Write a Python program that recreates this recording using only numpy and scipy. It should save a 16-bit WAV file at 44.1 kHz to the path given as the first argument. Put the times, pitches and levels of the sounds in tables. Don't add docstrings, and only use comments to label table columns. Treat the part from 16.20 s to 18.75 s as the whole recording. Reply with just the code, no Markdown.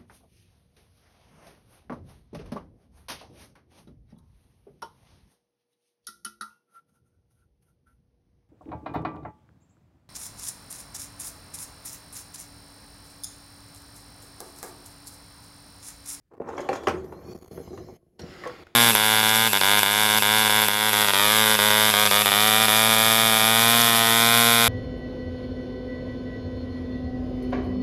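import sys
import numpy as np
from scipy import signal
from scipy.fft import rfft, irfft, next_fast_len
from scipy.io import wavfile
from scipy.ndimage import uniform_filter1d, map_coordinates

SR = 44100
rng = np.random.default_rng(int(sys.argv[2]) if len(sys.argv) > 2 else 0)


def master(y):
    cut = np.clip(np.atleast_2d(y).T, -1, 1)
    pcm = np.round(cut * 32767)
    wavfile.write(sys.argv[1], SR, pcm.astype(np.int16))


def natural_amplitude(level_db):
    exponent = np.asarray(level_db, float) / 20
    return 10 ** exponent


N = 112454
T = np.arange(N) / SR
SHORT, FRAME = SR // 5, 512
RISE_S = 0.00084

# (frequency [Hz], width [Hz], level [dB])
TUB_MODES = [(78.7, 16.7, 0.5), (171, 57.3, -3.5), (242.2, 60, -6), (356, 27.3, -0.5), (480, 80, -9.5),
             (670, 81, -14)]
# (frequency [Hz], width [Hz], level [dB])
BASKET_MODES = [(265, 52, -4.5), (371, 42.4, -1.5), (468.3, 58, -5.5), (575, 30.4, -6), (664.4, 38, -9.5),
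                (785, 35, -8), (882, 76, -13), (1095, 125, -12.5), (1390, 120, -15.5), (1546, 73, -15),
                (1815, 210, -16), (2354, 230, -18), (2687, 90, -15), (2850, 220, -25.5)]
# (frequency [Hz], level [dB])
WIRE_SPECTRUM = [(1760, -34), (3000, -1), (4570, -6), (5070, -4.5), (6760, -6), (8110, -11.5),
                 (14500, -20.5), (16000, -29.5)]
# (time [s], frequency [Hz])
SQUEAK_PITCH = [
    (.85, 4000),
    (.93, 4070),
    (1.05, 4400),
    (1.13, 4500),
    (1.3, 4350),
    (1.55, 4050),
    (1.8, 4300),
]
# (from [s], to [s])
GATE_OPEN = [(.135, .146), (.149, .154), (.168, .172), (.175, .183), (.199, 1.136), (1.148, 1.167),
             (1.175, 1.18), (1.187, 1.191), (1.213, 1.217), (1.222, 1.234), (1.243, 1.25), (1.26, 1.264),
             (1.277, 1.285), (1.311, 1.77), (1.993, 2.438), (2.467, 2.473)]


def unit(x):
    return x / np.sqrt(np.mean(x ** 2) + 1e-20)


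def peak(x):
    return x / np.abs(x).max()


def along(points, hz):
    f, v = np.transpose(points)
    return np.interp(np.log(hz + 1), np.log(f + 1), v)


def curve(rows):
    return np.interp(T, *np.transpose(rows))


def wobble(rate):
    return map_coordinates(rng.standard_normal(FRAME), [T * rate])


def filtered(x, response):
    m = next_fast_len(N + SR // 2)
    return irfft(rfft(x, m) * response(np.fft.rfftfreq(m, 1 / SR)), m)[..., :N]


def resonant(modes):
    def response(f):
        total = 0
        for k, (c, w, db) in enumerate(modes):
            damping = 1j * f * w
            total = total + (-1) ** k * natural_amplitude(db) * damping / (c * c - f * f + damping)
        return total
    return response


def bumps(rate, spread_db):
    struck = rng.random(N) < rate / SR
    return unit(struck * rng.standard_normal(N) * natural_amplitude(spread_db * rng.exponential(size=N)))


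def patches(shape, bins, frames):
    x = uniform_filter1d(rng.standard_normal(shape), size=bins, axis=0)
    return unit(uniform_filter1d(x, size=frames, axis=1))


def streaky(spectrum, streak_db, patchy_db):
    z = signal.stft(rng.standard_normal(N + FRAME), nperseg=FRAME)[2]
    uneven_db = streak_db * patches(z.shape, 3, 40) + patchy_db * patches(z.shape, 8, 6)
    x = signal.istft(z * natural_amplitude(uneven_db), nperseg=FRAME)[1][:N]
    return unit(filtered(x, lambda hz: natural_amplitude(along(spectrum, hz))))


def phone_noise():
    # (frequency [Hz], rms level [dB])
    whine_tones = [
        (10000, -79),
        (12500, -82.5),
    ]
    tones = sum(natural_amplitude(db + 3) * np.sin(2 * np.pi * hz * T) for hz, db in whine_tones)
    return tones * np.clip((T - 1.66) / .1, .15, 1) + natural_amplitude(-79.5) * rng.standard_normal(N)


def kitchen_murmur():
    return natural_amplitude(-59) * unit(filtered(rng.standard_normal(N), lambda hz: 1 / (1 + (hz / 111) ** 2)))


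def knocks():
    # (time [s], peak [dB], main pitch [Hz], brightness
    # [dB], chatter length [s])
    impacts = [(0.113, -38.5, 1040, -38, 0.009), (0.122, -30, 370, -43, 0.0079),
               (0.14, -35.5, 386, -45, 0.0045), (0.176, -36.5, 350, -49, 0.0033),
               (0.2, -19, 480, -81, 0.0071), (0.217, -28.5, 785, -35, 0.0024), (0.274, -31, 785, -33, 0.0069),
               (0.287, -25.5, 904, -32, 0.015), (0.379, -24, 1054, -28.5, 0.017),
               (0.394, -21.5, 575, -35, 0.0024), (0.405, -30.5, 371, -17.5, 0.01),
               (0.489, -12, 762, -25.5, 0.0033), (.497, -16.5, 563, -36, 0.014),
               (0.507, -25, 476, -41.5, 0.0029), (0.514, -21, 670, -35, 0.019), (0.529, -18, 1140, -26, 0.02),
               (0.555, -24.5, 650, -22, .016), (0.634, -29, 343, -21, 0.0088), (.67, -12, 726, -26.5, 0.0096),
               (.673, -14, 405, -36.5, .006), (0.683, -12.5, 1504, -18.5, 0.0036),
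               (0.693, -17.5, 357, -21.5, 0.0081), (0.707, -25, 371, -26, .015), (.74, -26, 350, -33, 0.0105),
               (0.842, -31, 350, -28, 0.0088), (0.923, -31, 930, -27, 0.0085),
               (1.308, -32.5, 378, -48, 0.012), (1.375, -24, 480, -43, 0.0084),
             (1.398, -27.5, 371, -71, 0.0046), (1.475, -40.5, 1150, -29, 0.007),
             (1.531, -31, 371, -38, 0.0095), (1.575, -34.5, 1170, -21, 0.0068),
             (1.684, -37, 670, -34, 0.013), (1.991, -32.5, 575, -16.5, 0.015),
             (2.237, -25.5, 1700, -28, 0.015), (2.254, -24.5, 477, -43, 0.0225),
             (2.261, -27, 1100, -34, 0.0098), (2.273, -30, 1095, -11, 0.0039),
             (2.295, -31.5, 1390, -39, 0.0057)]
    nudges = [(a, -41, 400, -40, b - a) for a, b in GATE_OPEN[5:-3]]
    favour_db, scatter_db, rebound = 11.5, 2.5, 0.73
    out, t = np.zeros(N + SR), T[:SHORT]
    f = np.fft.rfftfreq(SHORT, 1 / SR)
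    for s, db, hz, bright_db, length in impacts + nudges:
        touch, size, hiss = rng.random((3, SHORT))
        fade = np.exp(-t / np.clip(length, .002, .04))
        chatter = np.where(t == 0, 1, (touch < 700 / SR) * (2 * size - 1) * fade * rebound)
        top_hz = 2930 * natural_amplitude(0.38 * (db + 20.5) + 0.18 * (bright_db + 26))
        blows = rfft(chatter) / (1 - (f / top_hz) ** 2 + 1.3j * f / top_hz) ** 2
        modes = []
        for c, w, g in BASKET_MODES:
            favour = favour_db * np.exp(-(np.log(c / hz) / 0.34) ** 2)
            modes.append((c, w, g + favour + scatter_db * rng.standard_normal()))
        dull = peak(irfft(blows * resonant(modes)(f)))
        thud = peak(irfft(blows * resonant(TUB_MODES[:2])(f))) * natural_amplitude(-18 - 0.61 * abs(db + 15.5))
        fizz = peak(irfft(rfft(2 * hiss - 1) * natural_amplitude(along(WIRE_SPECTRUM, f))))
        fizz = fizz * fade * (1 - np.exp(-t / RISE_S))
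        out[round(s * SR):][:SHORT] += natural_amplitude(db - 1.5) * (dull + thud + natural_amplitude(bright_db + 12) * fizz)
    return out[:N]


def tub_answer(x):
    # (frequency [Hz], t60 [s])
    decay = [(100, 0.62), (400, 0.066), (1500, 0.27), (12000, 0.043)]
    out = np.zeros(N + SR)
    for k in range(13):
        hz, t, z = signal.stft(rng.standard_normal(SR // 2), SR, nperseg=FRAME // 2)
        fading = z * natural_amplitude(-60 * t / along(decay, hz)[:, None])
        tail = signal.istft(fading, SR, nperseg=FRAME // 2)[1]
        wet = signal.fftconvolve(x[k * SHORT:][:SHORT], tail / np.linalg.norm(tail))
        out[k * SHORT:][:len(wet)] += wet
    return out[:N]


def rattle():
    # (time [s], force [dB])
    shaking = [(0, -90), (.1, -83), (.115, -47), (.2, -57), (.29, -35.5), (.45, -40.5), (.62, -40.5),
               (.74, -37.5), (.85, -50.5), (1.1, -50.5), (1.4, -55.5), (1.75, -63.5), (1.85, -83),
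               (1.97, -76), (1.995, -52), (2.25, -48.5), (2.55, -52)]
    # (frequency [Hz], level [dB])
    plastic = [(150, -42.5), (300, -1.5), (1200, -2), (2400, -16.5), (3300, -26), (6000, -58.5)]
    # (time [s], level [dB])
    fizz_level = [
        (.19, -32),
        (.25, -38),
        (.29, -27.5),
        (.36, -23.5),
        (.41, -17.5),
        (.47, -20.5),
        (.55, -19),
        (.8, -19.5),
        (.9, -30),
    ]
    shake = filtered(bumps(2500, spread_db=0.5), resonant(BASKET_MODES))
    shake = unit(filtered(shake, lambda hz: natural_amplitude(along(plastic, hz))))
    fizz = streaky(WIRE_SPECTRUM, streak_db=3.5, patchy_db=2.0) * natural_amplitude(curve(fizz_level))
    return (shake + fizz) * natural_amplitude(curve(shaking) + 0.96 * wobble(33.0))


def wheel_boom():
    # (time [s], force [dB])
    rolling = [(0, -79), (.1, -85), (.13, -59), (.22, -47.5), (.665, -51), (.7, -36), (.82, -40),
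               (1, -46.5), (1.15, -41.5), (1.3, -44.5), (1.45, -44.5), (1.62, -43), (1.76, -48),
               (1.85, -55), (1.97, -53.5), (2.0, -45.5), (2.55, -54)]
    boom = unit(filtered(bumps(1500, spread_db=2.0), resonant(TUB_MODES)))
    return boom * natural_amplitude(curve(rolling) + 1.5 * wobble(12.12) + 1.5 * wobble(43))


def wire_rings():
    # (time [s], peak [dB], pitch [Hz], t60 [s])
    touches = [(.257, -72, 6400, 0.053), (.278, -57, 5680, 0.032), (.289, -50, 6900, 0.028),
               (0.37, -43, 5760, 0.02), (.379, -48, 6680, .03), (.379, -32, 2192, .04),
               (.381, -41.5, 3250, .04), (.404, -43.5, 6700, 0.035), (.49, -39.5, 4370, 0.033),
               (0.532, -44, 7170, .03), (.538, -47.5, 5700, .05), (.552, -44.5, 6700, .06),
               (.556, -46, 4920, .035), (0.671, -37.5, 5220, .05), (.672, -42, 6100, .04),
               (.684, -39.5, 5690, .05), (.671, -25, 3140, .025), (.672, -28.5, 2000, .03),
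               (0.686, -26.5, 2450, .03), (.706, -39.5, 2890, 0.028), (1.577, -46, 1898, 0.046),
               (1.576, -56, 2800, .05), (1.994, -44.5, 4310, 0.032), (1.994, -47, 5560, 0.025),
               (2.017, -49, 4360, 0.056), (2.016, -43.5, 5670, 0.044), (2.274, -48, 10150, .02),
               (2.469, -39, 1455, 0.023)]
    out, t = np.zeros(N + SR), T[:2 * SHORT]
    for s, db, hz, t60 in touches:
        ring = np.sin(2 * np.pi * hz * t) + 0.68 * np.sin(2 * np.pi * .94 * hz * t)
        out[round(s * SR):][:len(t)] += natural_amplitude(db - 60 * t / t60) * ring * (1 - np.exp(-t / RISE_S))
    return out[:N]


def panel_hums():
    # (time [s], peak [dB], pitch [Hz], t60 [s])
    panels = [(.334, -27.5, 379.7, 0.19), (.387, -29, 399, 0.088), (0.693, -30, 374.8, 0.15),
              (.7, -36.5, 80, 0.28), (.735, -26.5, 352, 0.11), (.755, -28.5, 373, 0.23),
              (.81, -33.5, 365.5, 0.12), (.88, -41.5, 361.8, 0.43), (1.531, -50, 368, 0.21),
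              (1.578, -34.5, 345, 0.17), (1.683, -38.5, 702, 0.037), (1.69, -39, 362.2, 0.12),
              (1.812, -59, 1080, .1), (2.257, -27, 493, .14)]
    out, t = np.zeros(N + SR), T[:2 * SHORT]
    for s, db, hz, t60 in panels:
        rise = 1 - np.exp(-t / 0.0076)
        out[round(s * SR):][:len(t)] += natural_amplitude(db - 60 * t / t60) * np.sin(2 * np.pi * hz * t) * rise
    return out[:N]


def axle_rub():
    # (frequency [Hz], level [dB])
    axle_spectrum = [(880, -45), (1500, -6.5), (3000, -13), (6700, -7), (7690, -22), (11100, -4.5),
                     (16000, -17)]
    rub = streaky(axle_spectrum, streak_db=1.5, patchy_db=4.0)
    airy = filtered(rub, lambda hz: hz > 8000)
    delay_s = 4 / curve(SQUEAK_PITCH)
    echo = .7 * map_coordinates(rub - airy, [(T - delay_s) * SR])
    return rub + echo - airy * np.clip((T - 1.4) / 0.17, 0, .6)


def axle_squeak():
    # (pitch ratio, level [dB])
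    fellows = [(1, -3), (1.19, -11), (.55, -11), (1.57, -11), (1.39, -14)]
    turn = 2 * np.pi * np.cumsum(curve(SQUEAK_PITCH)) / SR
    bands = np.zeros(N)
    for ratio, db in fellows:
        slow = filtered(rng.standard_normal(N), lambda hz: 1 / (1 + (hz / 90) ** 2))
        bands += natural_amplitude(db) * (1.1 + unit(slow)) * np.sin(ratio * turn)
    swell = np.clip((T - .9) / .06, 0, 1)
    return swell * natural_amplitude(-10 * (T > 1.15)) * bands


def axles():
    # (time [s], level [dB])
    pull = [
        (.65, -125),
        (.85, -65.5),
        (1, -70.5),
        (1.12, -59),
        (1.4, -59),
        (1.6, -59),
        (1.77, -65.5),
        (1.8, -83),
    ]
    return (axle_rub() + axle_squeak()) * natural_amplitude(curve(pull) + 0.4 * wobble(25))


def drone():
    # (time [s], decay by 20 dB [s], pitch [Hz], level [dB])
    low_tone = (1.375, .35, 160, -46)
    s, fall_s, hz, db = low_tone
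    return (T > s) * natural_amplitude(db - 20 * np.abs(T - s) / fall_s) * np.sin(2 * np.pi * hz * T)


def track_scrape():
    # (frequency [Hz], level [dB])
    track_spectrum = [(530, -42.5), (900, -25.5), (1390, -2), (3430, -12.5), (5040, -9.5), (6110, -24.5),
                      (6720, -16.5), (7680, -27), (16000, -34.5)]
    # (time [s], level [dB])
    scraping = [
        (1.98, -83),
        (1.99, -55.5),
        (2.25, -49),
        (2.4, -53),
        (2.55, -57),
    ]
    noise = streaky(track_spectrum, streak_db=2.5, patchy_db=.8)
    return noise * natural_amplitude(curve(scraping) + 0.83 * wobble(25))


def scene():
    hits = knocks() + wire_rings() + panel_hums()
    wheels = wheel_boom() + axles() + drone() + track_scrape()
    return (kitchen_murmur() + hits + natural_amplitude(-7.5) * tub_answer(hits) + rattle() + wheels)[None]


def noise_gate(x):
    ramp_s, opened = .003, np.zeros(N)
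    for a, b in GATE_OPEN:
        opening = np.clip((T - a) / ramp_s + .5, 0, 1)
        closing = np.clip((b - T) / ramp_s + .5, 0, 1)
        opened += opening * closing
    return x * natural_amplitude(-12 * (1 - np.clip(opened, 0, 1)))


def low_pass(x):
    return signal.sosfilt(signal.butter(12, 16470, fs=SR, output="sos"), x)


def record(dry):
    gated = noise_gate(dry + phone_noise())
    mix = filtered(gated, lambda hz: (hz < 15950) * 1j * hz / (60 + 1j * hz))
    return low_pass(mix)


dry = scene()
out = record(dry)
master(out)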